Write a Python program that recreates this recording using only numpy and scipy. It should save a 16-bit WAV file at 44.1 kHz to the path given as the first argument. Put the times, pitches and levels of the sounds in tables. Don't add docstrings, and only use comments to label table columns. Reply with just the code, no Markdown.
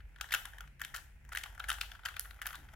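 import sys
import numpy as np
from scipy import signal
from scipy.fft import rfft, irfft
from scipy.io import wavfile
from scipy.ndimage import uniform_filter1d

SR = 44100
rng = np.random.default_rng(int(sys.argv[2]) if len(sys.argv) > 2 else 0)


def how_loud(loudness_db):
    steps = np.asarray(loudness_db, float) / 20
    return 10 ** steps


def transcribe(u):
    v = np.clip(np.atleast_2d(u).T, -1, 1)
    q = np.round(v * 32767).astype(np.int16)
    wavfile.write(sys.argv[1], SR, q)


N = 121275

# (frequency [Hz], level [dB per Hz])
TONE_SPECTRUM = [(22, -12), (55, -0.5), (190, -29.5), (450, -34), (1100, -43.5), (3000, -50),
                 (16000, -53.5)]
# (time [s], level [dB])
DRONE_SWELLS = [
    (.6, -86),
    (.66, -63.5),
    (.93, -69.5),
    (1.05, -84.5),
    (1.26, -67),
    (1.4, -76),
    (1.65, -76.5),
    (2.5, -86),
    (2.6, -65.5),
]
# (frequency [Hz], likeness [0-1])
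PORT_LIKENESS = [(60, 0.93), (400, 0.4), (3500, 0)]
# (frequency [Hz], time to fall 60 dB [s])
ROOM_DECAY = [(1000, 0.35), (15000, 0.4)]
# (frequency [Hz], left over right [dB])
PORT_BALANCE = [(1300, 3), (3000, 4), (6500, 10.5), (9000, -2.5), (14000, -1.5)]
# (frequency [Hz], left ahead of right [radians])
PORT_PHASE = [(3500, 0.53), (7300, 1.4), (8300, -2.5), (12400, 1.7)]
# (time [s], level [dB])
SCUFF_LEVEL = [
    (.15, -80),
    (.3, -65.5),
    (.62, -68.5),
    (.75, -93),
    (.9, -67),
    (1.2, -84),
    (1.36, -64),
    (2.3, -70),
    (2.5, -67.5),
    (2.62, -66.5),
]
# (frequency [Hz], level [dB], time to fall 60 dB [s])
BODY_MODES = [(490, -32, 0.0031), (879, -6.5, 0.0098), (1178.4, -6.5, 0.0065), (1419.5, -1, 0.0092),
              (1599, 0, 0.0068), (1935, -3, 0.0056)]
# (frequency [Hz], level [dB], time to fall 60 dB [s])
SHELL_MODES = [(2471, -7.5, 0.0049), (3050, 1.5, 0.0038), (3742, -2, 0.003), (4657, -6.5, 0.0018)]
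# (frequency [Hz], level [dB], time to fall 60 dB [s])
EDGE_MODES = [(7300, 1, 0.00048), (10070, -4, 0.0019), (12840, -2, 0.001)]
RADIATES_ABOVE = [504, 1920, 4440]
PORT_DIFFERENCE = [.05, .2, .55]
# (time [s], body [dB], shells [dB], edge tick [dB], body pitch [Hz])
EARLY_CATCHES = [(0.0047, -59, -65, -80, 1920), (0.0077, -60.5, -73, -77, 1670),
                 (0.1623, -53, -60, -69, 1810), (0.1867, -57.5, -66, -71, 1570),
                 (0.2015, -52, -71, -78, 1860), (0.2123, -35.5, -36.5, -40, 1430),
                 (0.2214, -64, -57, -61, 1400), (0.244, -42.5, -66, -67, 1690),
                 (0.2524, -68, -77, -68, 1500), (0.2901, -54.5, -59, -66, 1540),
                 (0.3093, -43, -46.5, -54, 1830), (0.321, -40, -52, -47, 1600),
                 (0.3232, -30.5, -45, -40, 1740), (0.3272, -53, -35, -38.5, 1580),
                 (0.3317, -42, -49, -43, 1600), (0.3403, -25.5, -29.5, -33, 1536),
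                 (0.342, -50, -41, -44.5, 1600), (0.3473, -28, -35, -33.5, 1427),
                 (0.35, -37.5, -31.5, -38, 1680), (0.4554, -41.5, -46, -44, 1480),
                 (0.4873, -56, -72, -67, 1450), (0.5362, -47, -59, -68, 1500),
                 (0.585, -45, -56.5, -57, 1770), (0.6082, -44.5, -49.5, -51, 1450),
                 (0.6185, -63, -78, -77, 1560), (0.6405, -53.5, -82, -85, 1451),
                 (0.6775, -58.5, -63, -69, 1730), (0.7976, -53, -61, -59.5, 1670),
                 (0.8065, -50, -59, -58, 1500), (0.8174, -33, -44, -41, 1720),
                 (0.8395, -53, -48, -62, 1610), (0.8497, -42.5, -42, -44, 1870),
                 (0.9007, -79, -69, -74, 1670), (0.9455, -39, -49, -45.5, 1750),
                 (0.9508, -40.5, -47.5, -49.5, 1730), (0.9571, -47.5, -56, -49, 1700)]
# (time [s], body [dB], shells [dB], edge tick [dB], body pitch [Hz])
MID_CATCHES = [(0.9637, -41.5, -43, -41, 1640), (0.9706, -48.5, -54, -46, 1600),
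               (0.9822, -48, -54.5, -56, 1470), (0.9882, -52, -60, -65, 1740),
               (1.2513, -60, -68.5, -66.5, 1850), (1.2925, -54.5, -79, -60, 1760),
               (1.3237, -40.5, -54.5, -56, 1960), (1.3285, -51, -72, -50.5, 1650),
               (1.3338, -45, -52, -54, 1700), (1.3514, -35, -44.5, -43.5, 1660),
               (1.36, -38, -47, -46, 1960), (1.374, -32.5, -38, -39, 1700), (1.3856, -65, -48, -46, 1680),
               (1.393, -68, -56, -53, 1600), (1.4127, -51, -55, -58, 1566), (1.4379, -40, -40, -44.5, 1800),
               (1.4618, -44.5, -52, -56, 1160), (1.5505, -58, -73, -61.5, 1350),
               (1.5794, -46.5, -67, -62, 1500), (1.5984, -44, -52, -50, 1560),
               (1.6028, -36.5, -43, -57, 1640), (1.612, -72, -75, -71, 1660),
               (1.6426, -40, -49.5, -51.5, 1617), (1.6865, -51, -43.5, -47, 1570),
               (1.689, -36.5, -51, -40.5, 1540), (1.6944, -32, -39.5, -39.5, 1530),
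               (1.6995, -61, -56, -42, 1600), (1.7031, -30, -30.5, -33.5, 1560),
               (1.7165, -31.5, -37, -42, 1390), (1.7292, -48, -49, -43.5, 1504),
               (1.7426, -46, -60, -48.5, 1500), (1.786, -47, -53, -57, 1420), (1.8135, -37, -31, -38, 1660),
               (1.825, -61, -67, -51, 1490), (1.8347, -48, -59, -52.5, 1560),
               (1.9186, -46, -47, -55.5, 1600)]
# (time [s], body [dB], shells [dB], edge tick [dB], body pitch [Hz])
LATE_CATCHES = [(1.9523, -49, -59, -64, 1670), (1.956, -55, -60, -69, 1570), (1.995, -52.5, -65, -78, 1170),
                (2.0365, -51, -60, -72, 1500), (2.0544, -41, -48, -44, 1650), (2.0586, -39, -35, -43, 1850),
                (2.0616, -34, -52, -44, 1580), (2.0693, -40.5, -66, -52, 1460),
                (2.0866, -44, -47, -56, 1520), (2.0897, -42, -50, -53, 1540), (2.12, -56, -69, -81, 1390),
                (2.1423, -50.5, -53.5, -62, 1490), (2.1676, -39, -42, -48.5, 1480),
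                (2.1959, -44, -44.5, -30, 1538), (2.2064, -60, -66, -48, 1636),
                (2.2105, -58, -66, -48, 1560), (2.2502, -52, -64, -55, 1480),
                (2.2555, -46.5, -56, -76, 1570), (2.31, -49, -53, -57.5, 1340),
                (2.345, -59, -70, -63, 1600), (2.393, -54, -74, -82, 1460), (2.3994, -64, -71, -79, 1630),
                (2.4179, -37.5, -47, -44.5, 1620), (2.4225, -42, -48.5, -48.5, 1670),
                (2.429, -47, -57, -58, 1570), (2.4586, -38, -45.5, -51, 1500),
                (2.468, -38.5, -54, -33, 1640), (2.4723, -42.5, -43, -43, 1590),
                (2.4896, -48, -51, -70, 1630), (2.502, -57, -73, -67, 1530), (2.507, -44, -54, -65, 1480),
                (2.531, -46.5, -51.5, -52.5, 1920), (2.5406, -47.5, -57, -69, 1450),
                (2.546, -44, -51, -69, 1430), (2.554, -51, -58, -55, 1580), (2.5564, -49, -48, -50, 1400),
                (2.6907, -54.5, -62, -91, 1780)]
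SNAP_TIMES = [.2122, .244, .3237, .6083, 1.3516, 1.7026, 2.0866, 2.1965, 2.4184, 2.4681]


def at_hz(points, hz):
    table_hz, values = np.transpose(points)
    return np.interp(np.log(np.maximum(hz, 1)), np.log(table_hz), values)


def in_time(points):
    seconds, db = np.transpose(points)
    return how_loud(np.interp(np.arange(N) / SR, seconds, db))


def rms_one(x):
    return x / np.sqrt(np.mean(x ** 2) + 1e-20)


def above(x, hz):
    return signal.sosfilt(signal.butter(3, hz, "high", fs=SR, output="sos"), x)


def between(x, low_hz, high_hz, order):
    return signal.sosfilt(signal.butter(order, [low_hz, high_hz], "band", fs=SR, output="sos"), x)


def bands(count):
    edges = np.geomspace(18, 17000, count + 1)
    return [(low, np.sqrt(low * high), high) for low, high in zip(edges, edges[1:])]


def paired(noises, hz):
    alike = np.clip(at_hz(PORT_LIKENESS, hz), 0, 1)
    return np.sqrt(1 + alike) * noises[0] + np.sqrt(1 - alike) * noises[1] * [[1], [-1]]


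def ring(x, hz, t60):
    shrink = how_loud(-60 / (max(t60, 3e-4) * SR))
    turn = 2 * np.pi * hz / SR
    return signal.lfilter([0, np.sin(turn)], [1, -2 * shrink * np.cos(turn), shrink ** 2], x + 1e-18)


def ring_modes(x, hz, db, t60):
    return sum((-1) ** k * how_loud(db[k]) * ring(x, hz[k], t60[k]) for k in range(len(hz)))


def contacts(shape, per_second):
    spread_db = 2.0
    sizes = how_loud(spread_db * np.minimum(rng.exponential(1, shape), 4))
    signs = rng.choice([-1, 1], shape)
    return sizes * signs * (rng.random(shape) < per_second / SR)


def rumble(white):
    patchy_db = 2
    out = 0
    for k, (low, hz, high) in enumerate(bands(26)):
        slow = np.interp(np.arange(N), np.linspace(0, N, 14), rng.standard_normal(14))
        band = paired(between(white[k % 2], low, high, 2)[:, SR:], hz)
        out = out + how_loud(at_hz(TONE_SPECTRUM, hz) + patchy_db * slow) * band
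    return how_loud(-56.5) * rms_one(out)


def mains_hum():
    hz, t60 = 50.18, 0.48
    noise = rng.standard_normal(N + SR)
    return how_loud(-58) * rms_one(ring(ring(noise, hz, t60), hz, t60)[SR:])


def vent(white):
    low_hz, high_hz = 1500, 2690
    return how_loud(-72) * rms_one(paired(between(white[:, :N], low_hz, high_hz, 4), low_hz))


def distant_drone():
    pitch_hz, width_hz = 138.4, 10.8
    wobble_noise, rumble_noise = rng.standard_normal((2, N + SR))
    wobble = rms_one(ring(wobble_noise, 3.15, 0.21)[SR:])
    phase = 2 * np.pi * np.cumsum(pitch_hz + width_hz / 2 * wobble) / SR
    low_roar = rms_one(above(ring(rumble_noise, 204, 0.068), 143)[SR:])
    return in_time(DRONE_SWELLS) * (np.sqrt(2) * np.sin(phase) + how_loud(-8) * low_roar)


def room_tone():
    white = rng.standard_normal((2, 2, N + SR))
    return vent(white[0]) + rumble(white) + distant_drone() + mains_hum()


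def bump():
    start_s, decay_s, low_hz, high_hz = 2.57, 0.049, 223, 335
    t = np.maximum(np.arange(N) / SR - start_s, 0)
    noise = paired(between(rng.standard_normal((2, N)), low_hz, high_hz, 2), low_hz)
    return how_loud(-68.5) * rms_one(noise) * np.e * t / decay_s * np.exp(-t / decay_s)


def room(x):
    onset_s, table_s, table_dull_hz = 0.0046, 0.0058, 3170
    room_db, table_db = -10, -12
    t = np.arange(SR) / SR
    white = rng.standard_normal((2, 2, SR))
    tail = 0
    for k, (low, hz, high) in enumerate(bands(14)):
        band = paired(between(white[k % 2], low, high, 2), hz / 4)
        tail = tail + band * how_loud(-60 * t / at_hz(ROOM_DECAY, hz))
    tail = tail * (1 - np.exp(-t / onset_s))
    dull = signal.butter(1, table_dull_hz, fs=SR, output="sos")
    near = signal.sosfilt(dull, paired(rng.standard_normal((2, SR)), 300.0)) * np.exp(-t / table_s)
    echoes = how_loud(room_db) * tail / np.sqrt(np.sum(tail ** 2) / 2)
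    echoes = echoes + how_loud(table_db) * near / np.sqrt(np.sum(near ** 2) / 2)
    return signal.fftconvolve(x[None], echoes, axes=1)[:, :N]


def ports(pair):
    hz = np.arange(N // 2 + 1) * SR / N
    half = how_loud(at_hz(PORT_BALANCE, hz) / 2) * np.exp(0.5j * at_hz(PORT_PHASE, hz))
    return irfft(rfft(pair) * np.array([half, 1 / half]), N)


def scuff():
    uneven = np.repeat(rng.standard_normal(N // 300 + 1), 300)[:N]
    touches = contacts(N, 350) * how_loud(3 * uneven)
    out = 0
    for modes, low_hz, level_db in zip((BODY_MODES, SHELL_MODES, EDGE_MODES), RADIATES_ABOVE, (0, -10, -9)):
        sound = above(ring_modes(touches, *np.transpose(modes)), low_hz)
        out = out + how_loud(level_db) * rms_one(sound)
    return in_time(SCUFF_LEVEL) * out


def catches():
    contacts_per_s = 12000
    mode_spread_db, mode_shift = 2.2, 0.03
    grip_db_per_octave = 13.5
    bright_tilt_db = 11
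    shield_hz = 1022
    rows = np.vstack([EARLY_CATCHES, MID_CATCHES, LATE_CATCHES])
    lead, size = 300, 1000
    t = (np.arange(size) - lead) / SR
    snaps = np.abs(rows[:, :1] - np.array(SNAP_TIMES)).min(1) < 0.0022
    bright = snaps & (rows[:, 3] > rows[:, 2])
    rise_s = np.where(snaps, 0.00027, 0.0015)[:, None]
    fall_s = np.where(bright, 0.0004, 0.001)[:, None]
    swell = np.exp(-np.abs(t) / np.where(t < 0, rise_s, fall_s))[:, None]
    single = 1.0 * (np.arange(size) == lead)
    out = np.zeros((3, N + 2 * size))
    for part, modes in enumerate([BODY_MODES, SHELL_MODES, EDGE_MODES]):
        hz, db, t60 = np.transpose(modes)
        grip_db = grip_db_per_octave * (part == 0)
        touches = contacts((len(rows), 2, size), contacts_per_s) * swell
        for row, (same, other), high in zip(rows, touches, bright):
            apart = PORT_DIFFERENCE[part] * other
            to_walls = np.roll(single, 37 * part)
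            push = above(np.array([same + apart, same - apart, to_walls]), RADIATES_ABOVE[part])
            level_draw, pitch_draw = rng.standard_normal((2, len(hz)))
            mode_db = db + mode_spread_db * level_draw - grip_db * np.abs(np.log2(hz / row[4]))
            mode_db = mode_db + bright_tilt_db * high * np.log2(hz / 9e3)
            hit = ring_modes(push, hz * (1 + mode_shift * pitch_draw), mode_db, t60)
            hit[2] *= np.linalg.norm(hit[0]) / np.linalg.norm(hit[2])
            hit[:2] = above(hit[:2], shield_hz)
            power = hit[:2].mean(0) ** 2
            start = int(row[0] * SR) - uniform_filter1d(power, size=50).argmax() + size
            loudest = np.sqrt(uniform_filter1d(power, size=100).max())
            out[:, start:start + size] += hit / loudest * how_loud(row[part + 1])
    return out[:, size:size + N]


def scene():
    hits, slide = catches(), scuff()
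    cube = hits[:2] + slide + room(hits[2] + slide)
    return ports(cube) + room_tone() + bump()


def top_cut(x):
    return signal.sosfilt(signal.butter(12, 16960, fs=SR, output="sos"), x)


def record(dry):
    hz = np.arange(N + 1) * SR / N / 2
    shelf = how_loud(-30 * np.clip((hz - 15950) / 200, 0, 1))
    mix = irfft(rfft(dry, 2 * N) * shelf, 2 * N)[:, :N]
    return top_cut(mix)


dry = scene()
out = record(dry)
transcribe(out)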